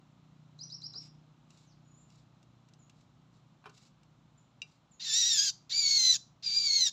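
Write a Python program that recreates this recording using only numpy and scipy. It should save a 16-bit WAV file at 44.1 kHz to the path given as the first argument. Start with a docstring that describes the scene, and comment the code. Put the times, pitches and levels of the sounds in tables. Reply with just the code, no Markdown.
"""In a garden, a hand reaches into a wood-and-wire cage trap. An engine drones far away over the soft rush
of the air, and birds whistle thinly in the trees. The struck frame and mesh knock and tick in their damped
modes. A small bird gives four quick rising chirps; seized, it screams three times, harsh and wavering,
as its overdriven syrinx oscillates unevenly and excites the resonances of the cage. The sound is mono."""
import sys
import numpy as np
from scipy import signal
from scipy.fft import rfft, irfft, next_fast_len
from scipy.io import wavfile
from scipy.ndimage import map_coordinates

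SR = 44100
rng = np.random.default_rng(int(sys.argv[2]) if len(sys.argv) > 2 else 0)


def put_to_file(sound):
    """Save the sound as 16-bit audio at rate SR, in the file named by the first command-line argument."""
    columns = np.atleast_2d(sound).T  # one column per channel
    safe = np.clip(columns, -1, 1)
    whole_steps = np.round(safe * 32767)
    wavfile.write(sys.argv[1], SR, whole_steps.astype(np.int16))


N = 305172


def amp(db):
    return 10 ** (np.asarray(db) / 20)


def unit(x):
    return x / np.sqrt(np.mean(x ** 2) + 1e-20)


def along(points, hz):
    """Interpolation of (f/Hz, value) points on a logarithmic frequency axis."""
    f, v = np.transpose(points)
    return np.interp(np.log(hz + 1), np.log(f + 1), v)


def curve(points, t):
    """Linear interpolation of (t/s, value) points."""
    return np.interp(t, *np.transpose(points))


def wobble(rate, n):
    """Smooth random modulation: a spline through rate knots a second."""
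    return map_coordinates(rng.standard_normal(int(n * rate / SR) + 4), [np.arange(n) * rate / SR])


def filtered(x, response):
    """Linear filtering: the spectrum of x times a complex frequency response."""
    m = next_fast_len(len(x) + SR // 2)
    return irfft(rfft(x, m) * response(np.fft.rfftfreq(m, 1 / SR)), m)[:len(x)]


def noise(spectrum, n):
    """Coloured Gaussian noise of rms 1."""
    return unit(filtered(rng.standard_normal(n), lambda hz: amp(along(spectrum, hz))))


def phase_of(hz):
    """Phase as the time integral of frequency."""
    return 2 * np.pi * np.cumsum(hz) / SR


def resonances(modes, f):
    """Modal superposition of second-order resonators (f/Hz, bandwidth/Hz, gain/dB)."""
    return sum(amp(db) * 1j * f * w / (c * c - f * f + 1j * f * w) for c, w, db in modes)


def add(track, s, sound):
    """Superposition of a sound on the track at s seconds."""
    i = round(s * SR)
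    track[i:i + len(sound)] += sound[:len(track) - i]


# reverberation time of the yard: f/Hz, T60/s
YARD_T60 = [(300, 0.61), (2000, 0.2), (5000, 0.32), (12000, 0.26)]


def reverberant(x, walls_db, yard_db):
    """Direct sound, early reflections from slats and ground, and the exponential decay of the yard."""
    hz, t, spectra = signal.stft(rng.standard_normal(SR // 2), SR, nperseg=256)
    decay = amp(-60 * t / along(YARD_T60, hz)[:, None])
    tail = signal.istft(spectra * decay, SR, nperseg=256)[1]
    echo = amp(yard_db) * tail / np.linalg.norm(tail)
    delays = (rng.uniform(.001, .011, size=12) * SR).astype(int)
    echo[delays] += amp(walls_db) * rng.choice([-1, 1], size=12) / np.sqrt(12)
    return x + signal.fftconvolve(x, echo)[:N]


# spectral density of the garden's rush: f/Hz, relative level/dB
AIR_SPECTRUM = [(20, -53.5), (50, -10), (86, -13), (150, -2), (250, -11.5), (400, -22.5), (700, -19),
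                (1250, -20.5), (1750, -30.5), (4100, -29), (4600, -35.5), (7300, -36.5), (9000, -58),
                (15000, -55.5)]


def garden_air(db=-65.5, db_per_s=-0.26):
    """Broadband ambient noise whose level eases slowly."""
    t = np.arange(N) / SR
    return amp(db + db_per_s * t) * noise(AIR_SPECTRUM, N)


# engine harmonics: multiple of the firing rate, relative level/dB
ENGINE_ORDERS = [(3, -83.5), (4, -67), (5, -64.5), (6, -73.5), (8, -76), (9, -78), (10, -82), (11, -83.5),
                 (12, -85)]
# envelope of the drone: t/s, relative level/dB
ENGINE_ENVELOPE = [(0.0, -62.5), (0.5, -61), (1.13, -58), (1.37, -63), (4.3, -66), (4.99, -78), (5.34, -64),
                   (6.92, -68)]


def engine(firing_hz=30.22, gain_db=64):
    """Periodic firing gives a harmonic series; each order drifts a little on its way through the air."""
    t = np.arange(N) / SR
    phase = phase_of(firing_hz * (1 + 0.00498 * wobble(0.98, N)))
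    drone = sum(amp(db + 1.8 * wobble(3, N)) * np.cos(k * phase + 0.5 * wobble(3.2, N))
                for k, db in ENGINE_ORDERS)
    return amp(curve(ENGINE_ENVELOPE, t) + gain_db) * drone


# whistles in the trees: t/s, duration/s, start f/Hz, end f/Hz, level/dB
TREE_WHISTLES = [(1.662, 0.076, 6900, 3900, -72.5), (1.845, 0.24, 6870, 7050, -70.5),
                 (1.961, 0.056, 6980, 7560, -68.5), (2.789, 0.052, 7300, 6630, -68),
                 (4.376, 0.022, 7280, 6900, -67), (4.911, 0.041, 7380, 6530, -64.5)]


def whistles():
    """Gliding pure tones of distant birds, with more reverberant than direct sound."""
    out = np.zeros(N)
    for s, length, start_hz, end_hz, db in TREE_WHISTLES:
        u = np.linspace(0, 1, int(length * SR))
        hz = (start_hz + (end_hz - start_hz) * u) * (1 + 0.0072 * wobble(300, len(u)))
        add(out, s, amp(db) * np.sqrt(np.abs(np.sin(np.pi * u))) * np.sin(phase_of(hz)))
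    return reverberant(out, walls_db=-10, yard_db=2)


# bumps on the frame: t/s, peak level/dB, low-pass corner f/Hz
FRAME_KNOCKS = [(.94, -55, 1300), (0.958, -55.5, 1000), (3.641, -50, 4050), (3.657, -37.5, 3980),
                (3.673, -46.5, 1400), (3.691, -53, 1300), (4.621, -63.5, 397), (6.852, -57, 400)]
# modes of the wood: f/Hz, bandwidth/Hz, gain/dB
WOOD_MODES = [(421, 21, 2.5), (752, 71, -2), (1040, 140, -2), (1227, 170, -3.5), (1435, 120, -6),
              (2360, 200, -6), (2690, 91, -11), (3870, 120, -13)]


def frame(blow_t60=0.085):
    """Impact excitation: short scuffing blows ring the modes of the wooden frame; soft ones are duller."""
    out, t = np.zeros(N), np.arange(SR // 5) / SR
    for s, db, corner_hz in FRAME_KNOCKS:
        blow = rng.standard_normal(len(t)) * amp(-60 * t / blow_t60)
        knock = filtered(blow, lambda f: resonances(WOOD_MODES, f) / (1 + 1j * f / corner_hz) ** 2)
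        add(out, s, amp(db) * knock / np.abs(knock).max())
    return reverberant(out, walls_db=-8, yard_db=-10)


# mesh flicking against the frame: t/s, relative level/dB
MESH_TICKS = [(1.5048, -52), (1.5728, -55.5), (2.1016, -57), (2.4279, -57.5), (2.687, -58), (2.736, -55),
              (2.8962, -51.5), (3.0094, -61), (3.695, -51.5), (3.777, -53), (3.8516, -58), (4.032, -59.5)]
# the stiff door wire springing: t/s, relative level/dB
DOOR_SNAP = [(4.618, -29.5)]
# modes of the wire: f/Hz, relative level/dB, T60/s
WIRE_MODES = [(2370, -15, 0.11), (2480, -8, 0.03), (2690, -1, 0.04), (2800, -2.5, 0.046),
              (3830, -7.5, 0.047), (4870, -14, 0.086), (5400, -13, 0.037), (5870, -3, 0.018),
              (8200, -38, .05)]
# contact noise of the mesh: f/Hz, relative level/dB
CONTACT_SPECTRUM = [(300, -19), (1500, -5.5), (2700, 0.5), (3800, 4), (5500, 4), (7600, 3), (9000, -17),
                    (14000, -24.5)]


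def wire_strikes(crack_t60=.03, contact_s=.0005):
    """Damped free vibration of struck wire plus contact noise: the ticks mostly crack, the snap rings."""
    out, t = np.zeros(N), np.arange(SR // 4) / SR
    onset = 1 - np.exp(-t / contact_s)
    for strikes, ring_db, crack_db in [(MESH_TICKS, -15, -5), (DOOR_SNAP, -5, -16)]:
        for s, db in strikes:
            ring = sum(amp(level - 60 * t / t60) * np.sin(2 * np.pi * (hz * t + rng.random()))
                       for hz, level, t60 in WIRE_MODES)
            crack = amp(-60 * t / crack_t60) * noise(CONTACT_SPECTRUM, len(t))
            add(out, s, onset * (amp(db + ring_db) * ring + amp(db + crack_db) * crack))
    return out


# arm and feathers brushing the mesh: t/s, duration/s, level/dB
MESH_BRUSHES = [(0.996, 0.097, -65), (1.469, 0.23, -71), (2.069, 0.18, -72.5), (2.935, 0.12, -76),
                (3.314, 0.1, -76), (3.703, 0.22, -67), (4.641, 0.15, -75)]
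# resonances of the slatted cage: f/Hz, bandwidth/Hz, gain/dB re the direct sound
CAGE_MODES = [(1120, 62, -4), (2229, 59, 2.5), (2646, 89, 2.5), (3170, 13, -22), (3714, 51, 7),
              (4000, 77, 7), (4313, 58, 4.5), (4812, 70, 3.5), (5056, 42, -4.5), (5650, 46, -18),
              (5490, 56, -8), (5970, 43, -15), (6850, 66, -5), (7190, 130, 0.5)]


def brushing():
    """Uneven friction noise, coloured by the resonances of the cage."""
    out = np.zeros(N)
    for s, length, db in MESH_BRUSHES:
        n = int(length * SR)
        friction = amp(2.6 * wobble(110, n)) * noise(CONTACT_SPECTRUM, n)
        scrape = filtered(friction, lambda f: 1 + resonances(CAGE_MODES, f))
        add(out, s, amp(db) * np.sqrt(np.abs(np.hanning(n))) * unit(scrape))
    return out


def mesh():
    """Impact and friction sounds of the mesh share one set of reflections."""
    return reverberant(wire_strikes() + brushing(), walls_db=-12, yard_db=-16)


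# response of the throat and open beak: f/Hz, gain/dB
VOCAL_TRACT = [(500, -55.5), (1350, -24), (1600, -17), (2400, -12), (3400, -2.5), (3750, -0.5), (4750, 5),
               (5150, 1), (5800, 8), (7250, 2), (7900, -9), (9700, -41), (12000, -25), (15000, -29.5)]
# chirps in the cage: t/s, duration/s, level/dB, upper limit of the sweep f/Hz
CAGE_CHIRPS = [(.592, 0.053, -38.5, 5790), (0.702, 0.053, -38.5, 5550), (.820, .056, -37, 5550),
               (0.938, 0.052, -37, 5470)]
# three swells of each chirp: t/s from its start, half width/s, f/Hz, relative level/dB
CHIRP_SWELLS = [(.001, 0.0014, 3994, -6.5), (0.0248, 0.0082, 4950, -1), (.047, 0.0043, 5900, -.5)]


def chirps(lead_s=0.0036, fade_s=.004, puff_db=-27, puff_s=0.0069, glide_hz_per_s=25000, floor_db=-11.5):
    """Frequency modulation: after a puff of noise a tone sweeps up, slowing to a glide on each swell."""
    out = np.zeros(N)
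    sweep = [(at + side * width, centre_hz + side * width * glide_hz_per_s)
             for at, width, centre_hz, _ in CHIRP_SWELLS for side in (-1, 1)]
    for s, length, db, top_hz in CAGE_CHIRPS:
        t = np.arange(-2 * puff_s, length, 1 / SR)
        hz = np.minimum(curve(sweep, t), top_hz)
        phase = phase_of(hz * (1 + 0.012 * wobble(300, len(t))))
        tone = np.sin(phase) + amp(-53) * np.sin(2 * phase)
        swells = sum(amp(level) * np.exp(-((t - at) / width) ** 2) for at, width, _, level in CHIRP_SWELLS)
        edges = np.clip(np.minimum(1 + t / lead_s, (length - t) / fade_s), 0, 1)
        envelope = np.maximum(swells, amp(floor_db)) * edges
        puff = amp(puff_db) * np.exp(-(t / puff_s) ** 2) * noise(VOCAL_TRACT, len(t))
        add(out, s + t[0], amp(db) * (envelope * tone + puff))
    return reverberant(out, walls_db=-11, yard_db=-2)


def rasp(age, corner_hz=4800, dull_db=15, opening_s=0.071, shimmer_db=1.5):
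    """Turbulence noise shaped by the vocal tract: dull until the beak opens, its treble flickering."""
    n = len(age)
    hiss = noise(VOCAL_TRACT, n)
    treble = filtered(hiss, lambda f: 1 - 1 / (1 + (f / corner_hz) ** 8))
    treble_db = -dull_db * np.exp(-age / opening_s) + shimmer_db * wobble(44.9, n)
    return (hiss + treble * (amp(treble_db) - 1)) * amp(0.58 * wobble(300, n))


def catches(rough, max_per_s=130, half_width_s=.0022, depth=.75):
    """Poisson process of brief catches of the syrinx, commoner when rough: level dips and phase slips."""
    events = rng.random(len(rough)) < max_per_s * rough / SR
    shape = np.hanning(int(2 * half_width_s * SR))
    dip = np.minimum(signal.fftconvolve(events * 1., shape, "same"), 1)
    jumps = events * rng.standard_normal(len(rough)) / 2
    slip = np.cumsum(signal.fftconvolve(jumps, shape / shape.sum(), "same"))
    return 1 - depth * dip, slip


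# first three source harmonics: level/dB at middle_hz, slope/(dB per octave of pitch), growth/dB
SYRINX_HARMONICS = [(-1.5, -9, 5), (-0.5, 4.5, 6), (-4.5, -9.5, 24.5)]


def syrinx(hz, rough, slack, middle_hz=2000, waver=.015, jitter=0.017, flutter_db=3.5, smear_rad=.6):
    """Source-filter model of the overdriven syrinx: uneven cycles, harmonics weighted by the tract."""
    n = len(hz)
    catch_gain, slip = catches(rough)
    phase = slip + phase_of(hz * (1 + rough * (waver * wobble(170.06, n) + jitter * wobble(2000, n))))
    # the tone brightens with effort and as its pitch sinks
    source_db = [db + slope * np.log2(hz / middle_hz) - growth * slack
                 for db, slope, growth in SYRINX_HARMONICS]
    source_db += [source_db[2] - 2 * np.log2(k / 3) for k in range(4, 9)]
    tone = np.zeros(n)
    for k, db in enumerate(source_db, 1):
        level_db = db + along(VOCAL_TRACT, k * hz) + flutter_db * rough * wobble(198.1, n)
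        smear = smear_rad * max(k - 4, 0) * rough * wobble(900, n)
        tone += amp(level_db) * np.sin(k * phase + smear)
    # fitful modulation at a half and a third of the pitch adds sidebands
    subharmonics = wobble(120.1, n) * np.cos(phase / 2) + wobble(120, n) * np.cos(phase / 3)
    return catch_gain * tone * (1 + .33 * rough * subharmonics)


def scream(pitch, start, end, swell_s, hoarse_s, tone_db, rasp_db, rasp_growth_db, drift_db_per_s,
           roughness, attack_s=0.018, release_s=0.017, edge_db=7, hoarse_db=11, break_s=0.023):
    """Periodic tone plus turbulent rasp; the tone is weaker and rougher at its hoarse start and end."""
    t = np.arange(start, end, 1 / SR)
    age, left = t - start, end - t
    slack = np.clip(1 - age / swell_s, 0, 1)  # share of the effort still to come
    hoarse = np.exp(-(age / hoarse_s) ** 4) + np.exp(-left / break_s)
    rough = np.clip(roughness + (1 - roughness) * hoarse, 0, 1)
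    tone = syrinx(curve(pitch, t), rough, slack)
    throb_db = wobble(44.9, len(t))  # the effort is never quite steady
    tone *= amp(tone_db - hoarse_db * hoarse + throb_db)
    hiss = rasp(age) * amp(rasp_db - rasp_growth_db * slack)
    gate_db = -edge_db * np.clip(np.maximum(1 - age / attack_s, 1 - left / release_s), 0, 1)
    edges = np.clip(np.minimum(age, left) / 0.0028, 0, 1)
    return edges * amp(gate_db + drift_db_per_s * age) * (tone + hiss)


# screams: start t/s, end t/s, swell/s, hoarse onset/s, tone level/dB, rasp level/dB,
# rasp growth over the swell/dB, level drift/(dB/s), roughness (0-1)
DISTRESS_CALLS = [(4.995, 5.508, 0.15, .085, -29, -31.5, 11, -4.5, 0.25),
                  (5.694, 6.171, .085, 0.021, -31, -38.5, -4, 8.5, .34),
                  (6.424, 6.899, 0.34, .04, -31.5, -43, -3.5, 7.5, .36)]
# fundamental frequency, one contour per scream: t/s, f/Hz
PITCH_CONTOURS = [
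    [(5.0, 1863), (5.036, 2091), (5.058, 1855), (5.118, 1748), (5.204, 1976), (5.232, 1860), (5.276, 1943),
     (5.37, 1720), (5.394, 1602), (5.43, 1679), (5.48, 1613), (5.505, 1482)],
    [(5.71, 1925), (5.72, 1823), (5.73, 2268), (5.79, 2378), (5.844, 2230), (5.858, 2225), (5.968, 2171),
     (5.988, 2091), (6.11, 2004), (6.13, 1973), (6.144, 1873), (6.16, 1624)],
    [(6.45, 2414), (6.48, 2359), (6.486, 2371), (6.506, 2314), (6.566, 2388), (6.65, 2326), (6.716, 2138),
     (6.75, 2195), (6.806, 2082), (6.868, 1884), (6.884, 1663), (6.893, 1670)],
]
# overall tone colour of the screams, lows trimmed and a dip near 9 kHz: f/Hz, gain/dB
SCREAM_COLOUR = [(600, -6.5), (1500, 1.5), (1950, -4.5), (2300, -1.5), (7350, -1.5), (7650, -5), (8400, -4),
                 (9300, -12.5), (11000, -3.5), (12000, 1)]


def screams():
    """Forced resonance: three distress calls, shaped by one tone colour, ring the cage."""
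    out = np.zeros(N)
    for pitch, call in zip(PITCH_CONTOURS, DISTRESS_CALLS):
        add(out, call[0], scream(pitch, *call))
    out = filtered(out, lambda f: amp(along(SCREAM_COLOUR, f)) * (1 + resonances(CAGE_MODES, f)))
    return reverberant(out, walls_db=-15, yard_db=-19.5)


def scene():
    """Superposition of all sources, the same in both channels."""
    mono = screams() + chirps() + whistles() + frame() + mesh() + engine() + garden_air()
    return np.array([mono, mono])


def record(dry, top_hz=15500):
    """Band limiting by an ideal low-pass filter."""
    return np.array([filtered(x, lambda hz: hz < top_hz) for x in dry])


dry = scene()
out = record(dry)
put_to_file(out)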